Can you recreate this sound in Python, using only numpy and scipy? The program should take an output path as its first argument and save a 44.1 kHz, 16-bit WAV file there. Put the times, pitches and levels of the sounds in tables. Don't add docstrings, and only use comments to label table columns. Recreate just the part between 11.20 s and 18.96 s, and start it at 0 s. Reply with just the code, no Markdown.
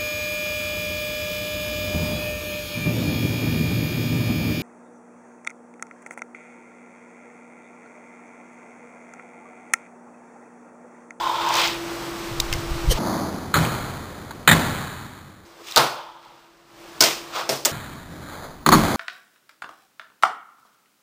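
import sys
import numpy as np
from scipy import signal
from scipy.fft import rfft, irfft, next_fast_len
from scipy.io import wavfile
from scipy.ndimage import map_coordinates

SR = 44100
rng = np.random.default_rng(int(sys.argv[2]) if len(sys.argv) > 2 else 0)


def transcribe(u):
    v = np.clip(np.atleast_2d(u).T, -1, 1)
    q = np.round(v * 32767).astype(np.int16)
    wavfile.write(sys.argv[1], SR, q)


N = 342216

# start in seconds, output samples per stored sample.
REPLAY_PARTS = [(0, 2), (1.785, 8), (4.252, 2), (6.517, 8)]
# time in seconds, click peak in dB, click t60 in seconds, knock in dB, place.
HITS = [(1.3285, -29.5, .008, -25.5, "out of view"), (1.337, -11.5, 0.0062, -23.5, "out of view"),
        (2.34, -5, 0.0116, -20, "platform"), (2.352, -10.5, 0.041, -11.5, "platform"),
        (2.396, -20, 0.0063, -22.5, "platform"), (3.276, 7, 0.0067, -12.5, "rail"),
        (3.287, 0, 0.0083, -16, "rail"), (3.296, 0.5, 0.0095, -27.5, "rail"),
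        (3.3123, 1, 0.021, -22, "rail"), (3.329, -8.5, 0.026, -28, "rail"),
        (4.561, 1, 0.0093, -16.5, "table"), (4.5649, -2.5, 0.0195, -6, "table"),
        (4.5734, 1, .009, -5.5, "table"), (4.579, 1, 0.016, -21, "table"),
        (5.8064, 1.5, 0.063, -12.5, "set down"), (5.8124, -7, 0.012, -20, "set down"),
        (5.822, -3, .036, -12, "set down"), (5.838, -3.5, .096, -18, "platform"),
        (6.291, -8.5, .061, -12, "platform"), (6.32, -25, 0.0257, -19.5, "platform"),
        (6.454, -2, 0.04, -22, "rail slide"), (7.4623, -1, 0.013, -12, "table"),
        (7.4888, 0, 0.0051, -14, "table"), (7.518, -8, 0.0069, -22.5, "table"),
        (7.5229, 0, 0.037, -7, "table"), (7.535, -20, 0.0059, -26, "table"),
        (7.548, -9, 0.0046, -18, "table")]
STRIKE_PLACES = {"out of view": (5100, 2200, -24), "platform": (5380, 500, -14.5),
                 "rail": (6830, 690, -11.5), "rail slide": (6870, 1330, -4), "table": (4390, 985, -17.5),
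                 "set down": (5260, 1230, -12.5)}
# time in seconds, click peak in dB, pitch in Hz.
TICKS = [(0.289, -19, 5600), (0.34, -11, 5700), (.354, -12.5, 5800), (0.368, -13, 6200), (0.395, -16, 4200),
         (0.417, -10, 2670), (.475, -17, 6000), (1.2007, -5, 3950), (1.203, -12, 6340), (1.327, -9, 2840),
         (1.3263, -15.5, 5560), (2.448, -18, 9100), (3.1074, -25.5, 4500), (4.47, -34, 3000),
         (4.485, -27, 3200), (4.512, -22, 5400), (4.522, -19.5, 3620), (5.028, -45.5, 4000),
         (5.05, -44, 4300), (6.4501, -2, 4470)]
# frequency in Hz, relative level in dB, t60 in seconds.
RAMP_MODES = [(410, -6.5, 0.13), (502, -10.5, 0.12), (653, -0.5, 0.1), (768, 1.5, 0.029),
              (887, -2.5, 0.081), (1037, -12, 0.09), (1250, -4, 0.071), (1507, 0.5, .05), (2157, 5, 0.055)]
# frequency in Hz, t60 in seconds.
TABLETOP_MODE = (138, 0.36)
# frequency in Hz, t60 in seconds.
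ROOM_T60 = [(150, 0.39), (640, 0.44), (2000, 0.26), (5000, 0.45), (10000, 0.37)]
# frequency in Hz, relative level in dB.
ROOM_COLOUR = [(60, -42), (140, -12), (390, 7), (640, 3), (1500, -2.5), (3000, -3.5), (5000, -6.5),
               (7500, -10.5), (11000, -10)]
# full contact in seconds, hold in seconds, swell in dB/s, fade in dB/s,
# drone pitch in Hz, drone in dB, scrape in dB, fizz in dB, deck rumble in dB.
ROLLS = [(0, 0.4, 300, 250, 969, -25.5, -36, -44, -31.5),
         (0.381, .08, 150, 138, 943, -35.5, -23, -33.5, -32),
         (1.88, 0.11, 158, 45, 827, -31, -28, -40, -28),
         (4.39, 0.025, 300, 150, 400, -47.5, -64, -62, -52.5),
         (4.49, 0.064, 250, 900, 1150, -50.5, -39.5, -43, -54),
         (4.586, 0.0061, 902.5, 140, 887, -32, -22, -41, -15.5),
         (4.764, 0.034, 150, 52.5, 945, -40, -52, -73, -43.5),
         (5.04, 0.14, 500, 63.5, 930, -64, -62, -74, -59),
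         (5.834, .01, 899, 148.5, 1120, -44, -19.5, -22.5, -30),
         (6.163, 0.038, 327, 190, 1216, -44, -31, -38.5, -27.5),
         (6.927, 0.11, 300, 150, 618, -39.5, -50, -48, -41),
         (7.1, 0.044, 200, 200, 6400, -45, -63, -47, -58), (7.142, .13, 150, 80, 615, -46, -40, -46.5, -61),
         (7.64, .12, 150, 100, 894, -33, -28, -32, -28.5)]
# frequency in Hz, width in Hz, relative level in dB.
DECK_PEAKS = [(520, 320, -6.5), (860, 650, -4), (1330, 530, -2), (3600, 400, -27)]
# frequency in Hz, relative level in dB per Hz.
SCRAPE_SPECTRUM = [(300, -58), (700, -4), (1600, -4), (2500, 2), (2800, 0.5), (3100, 0.5), (3450, 1),
                   (3900, -0.5), (5000, -3.5), (7000, -19), (12000, -64)]
# frequency in Hz, relative level in dB per Hz.
FIZZ_SPECTRUM = [(3000, -42), (4800, 4), (6000, 2.5), (7000, 1), (8500, -2.5), (11000, -11), (14000, -60)]
# time in seconds, level in dB, fade in dB/s.
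FINGER_SHIFTS = [(1.124, -27.5, 55), (1.329, -23, 38), (1.52, -24, 94), (1.655, -30, 100), (1.691, -11, 98)]
# frequency in Hz, relative level in dB per Hz.
THUD_SPECTRUM = [(8.8, -27), (15, 7.5), (70, -7), (135, -7.5), (188, -24), (260, -38), (340, -53),
                 (570, -120)]
# time in seconds, level in dB, hold in seconds, swell in dB/s, fade in dB/s.
RUSTLE = [(1.712, -20, 0.016, 900, 1200)]
# frequency in Hz, width in Hz, relative level in dB.
RUSTLE_PEAKS = [(488, 144, 9), (1900, 500, -6), (3080, 340, 4.5), (4300, 1700, -7), (6100, 1300, -3),
                (8980, 1700, -3.5)]
# time in seconds, level in dB.
TONE_LEVEL = [(0, -41), (.45, -35), (1.78, -32.5), (2.3, -35.5), (3.2, -39), (4.25, -50), (4.9, -54.5),
              (5.45, -56), (5.6, -46.5), (5.8, -42), (6.3, -42.5), (6.52, -47), (6.9, -44), (7.4, -44),
              (7.76, -55)]
# frequency in Hz, relative level in dB per Hz.
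HISS_SPECTRUM = [(150, -51), (260, -15), (334, -5.5), (403, -11), (1180, -10), (1700, -15.5), (5230, -21),
                 (9770, -28.5), (10900, -27.5), (14200, -72.5), (22000, -120)]
# frequency in Hz, relative level in dB per Hz.
LOW_AIR_SPECTRUM = [(12, -28.5), (20, -14), (44, 1.5), (80, -16), (113, -0.5), (232, -3.5), (280, -12),
                    (360, -24.5), (620, -120)]
# frequency in Hz, relative level in dB.
APPLIANCE_TONES = [(338.6, -3.5), (7850, -24)]
HUM_DB = [0.5, -6, -3.5, -4]
LOW_AIR_DB = [-9, -17, -12, -8]

BOOM_DB = -17.5
TICK_T60_S, TICK_ROOM_DB = 0.012, -40.5
WHINE_RATIO, WHINE_DB = 3.5, -12.5
GRIP_DB_PER_S, GRIP_END_S = 400, 1.785
QUIET_DB = 60
MIC_LOW_HZ = 95
STORED_TOP_HZ, TOP_HZ = SR / 4, 15500


def hits():
    out, t = np.zeros(N + SR), np.arange(SR // 2) / SR
    for s, click_db, t60_s, knock_db, place in HITS:
        click_hz, centre_hz, room_db = STRIKE_PLACES[place]
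        knock = np.zeros(len(t))
        for hz, mode_db, ring_s in RAMP_MODES:
            reach_db = -16 * np.log2(hz / centre_hz) ** 2
            level_db = mode_db + rng.normal(0, 2) + reach_db
            tuned_hz = hz * rng.normal(1, 0.02)
            knock += amp(level_db - 60 * t / ring_s) * np.sin(2 * np.pi * tuned_hz * t)
        knock *= amp(knock_db) * (1 - np.exp(-t / 0.0018))
        click = contact(t, click_db, click_hz, t60_s, knock_db + room_db)
        out[round(live(s)):][:len(t)] += knock + click
    for s, tick_db, hz in TICKS:
        tick = contact(t, tick_db, hz, TICK_T60_S, tick_db + TICK_ROOM_DB)
        out[round(live(s)):][:len(t)] += tick
    return out[:N]


def contact(t, click_db, click_hz, t60_s, room_db):
    crack = amp(-60 * t / t60_s) * rng.standard_normal(len(t)) * (1 - np.exp(-t / 0.000068))

    def body(hz):
        return resonance(hz, click_hz, 0.23 * click_hz) + 0.077 * resonance(hz, 4650, 4500) ** 2

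    def tint(hz):
        return 1 + 0.68 * resonance(hz, click_hz, 0.2 * click_hz)

    click = filtered(crack, body)
    answer = filtered(room_tail(), tint) * (1 - np.exp(-(t / 0.00071) ** 2))
    return amp(click_db) * click / np.abs(click).max() + amp(room_db) * answer


def room_tail():
    hz, t, z = signal.stft(rng.standard_normal(SR // 2), SR, nperseg=256)
    decay_db = -60 * t / along(ROOM_T60, hz)[:, None]
    colour_db = along(ROOM_COLOUR, hz)[:, None]
    tail = signal.istft(z * amp(colour_db + decay_db), SR, nperseg=256)[1]
    return tail[:SR // 2] / np.std(tail[:SR // 10])


def thumps():
    out, t = np.zeros(N + SR), np.arange(SR // 2) / SR
    hz, t60_s = TABLETOP_MODE
    for s, _, _, knock_db, _ in HITS:
        boom_hz = hz * rng.normal(1, 0.047)
        boom = np.sin(2 * np.pi * boom_hz * t) * (1 - np.exp(-t / 0.006))
        out[round(live(s)):][:len(t)] += amp(knock_db + BOOM_DB - 60 * t / t60_s) * boom
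    return out[:N]


def rolls():
    t = np.arange(N) / SR
    lumps, grain = amp(0.77 * wobble(45)), amp(0.94 * wobble(120))
    sway = unit(wobble(260)) + 1j * unit(wobble(260))
    flutter = unit(wobble(900)) + 1j * unit(wobble(900))
    deck = peaks(rng.standard_normal(N), DECK_PEAKS)
    scrape, fizz = noise(SCRAPE_SPECTRUM), noise(FIZZ_SPECTRUM)
    out = np.zeros(N)
    for s, hold_s, rise, fade, hz, drone_db, scrape_db, fizz_db, deck_db in ROLLS:
        drone = np.real(sway * np.exp(2j * np.pi * hz * t))
        whine_hz = WHINE_RATIO * hz
        if whine_hz < STORED_TOP_HZ:
            drone += amp(WHINE_DB) * np.real(flutter * np.exp(2j * np.pi * whine_hz * t))
        wheels = lumps * (amp(drone_db) * drone + amp(deck_db) * deck)
        grit = grain * (amp(scrape_db) * scrape + amp(fizz_db) * fizz)
        out += swell(s, hold_s, rise, fade) * (wheels + grit)
    return out


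def handling():
    grip = sum(amp(db) * swell(s, 0, GRIP_DB_PER_S, fade) for s, db, fade in FINGER_SHIFTS)
    grip *= np.arange(N) < live(GRIP_END_S)
    thuds = unit(noise(THUD_SPECTRUM) * amp(1.4 * wobble(24.15)))
    brush = sum(amp(db) * swell(s, *shape) for s, db, *shape in RUSTLE)
    return grip * thuds + brush * peaks(rng.standard_normal(N), RUSTLE_PEAKS)


def room_tone():
    t = np.arange(N) / SR
    part_starts = live([s for s, _ in REPLAY_PARTS])
    part = np.searchsorted(part_starts, np.arange(N) + 1) - 1
    tones = np.zeros(N)
    for hz, db in APPLIANCE_TONES:
        tone = np.sqrt(2) * np.sin(2 * np.pi * hz * t + 0.3 * wobble(4))
        tones += amp(db + 1.5 * wobble(5)) * tone
    hiss = noise(HISS_SPECTRUM) * amp(0.59 * wobble(13))
    low_air = amp(LOW_AIR_DB)[part] * noise(LOW_AIR_SPECTRUM)
    return gains(TONE_LEVEL)[0] * (hiss + amp(HUM_DB)[part] * tones + low_air)


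def swell(s, hold_s, rise_db_per_s, fade_db_per_s):
    end_s = s + hold_s
    return gains([(s - QUIET_DB / rise_db_per_s, -QUIET_DB), (s, 0),
                  (end_s, 0), (end_s + QUIET_DB / fade_db_per_s, -QUIET_DB)])[0]


def gains(rows):
    s, *columns_db = np.transpose(rows)
    return np.array([amp(np.interp(np.arange(N), live(s), db, -200, -200)) for db in columns_db])


def live(s):
    return np.interp(np.asarray(s) * SR, np.arange(N), live_clock())


def live_clock():
    start_s, hold = np.transpose(REPLAY_PARTS)
    part = np.searchsorted(np.round(start_s * SR), np.arange(N), "right") - 1
    return np.cumsum(2 / hold[part]) - 1


def peaks(x, table):
    def response(f):
        return sum((-1) ** k * amp(db) * resonance(f, hz, width_hz) ** 2
                   for k, (hz, width_hz, db) in enumerate(table))
    return unit(filtered(x, response))


def resonance(hz, centre_hz, width_hz):
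    return 1j * hz * width_hz / (centre_hz ** 2 - hz ** 2 + 1j * hz * width_hz)


def noise(spectrum):
    return unit(filtered(rng.standard_normal(N), lambda hz: amp(along(spectrum, hz))))


def filtered(x, response):
    m = next_fast_len(x.shape[-1] + 8192)
    spectrum = rfft(x, m) * response(np.fft.rfftfreq(m, 1 / SR))
    return irfft(spectrum, m)[..., :x.shape[-1]]


def wobble(rate_hz):
    knots = rng.standard_normal(int(N * rate_hz / SR) + 4)
    return map_coordinates(knots, [np.arange(N) * rate_hz / SR])


def along(points, hz):
    f, v = np.transpose(points)
    return np.interp(np.log(hz + 1), np.log(f + 1), v)


def unit(x):
    return x / np.sqrt(np.mean(x ** 2) + 1e-20)


def amp(db):
    return 10 ** (np.asarray(db) / 20)


def scene():
    airborne = hits() + thumps() + rolls()
    airborne = filtered(airborne, lambda hz: (1j * hz / (MIC_LOW_HZ + 1j * hz)) ** 3)
    return (airborne + handling() + room_tone())[None]


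def record(dry):
    limited = filtered(dry, lambda hz: np.tanh(np.clip(STORED_TOP_HZ - hz, 0, None) / 450))
    stored = limited[:, ::2]
    stored = stored / (1 + np.abs(stored / 0.78) ** 6) ** (1 / 6)
    held = stored[:, (live_clock() // 2).astype(int)]
    return filtered(held, lambda hz: hz < TOP_HZ)


dry = scene()
out = record(dry)
transcribe(out)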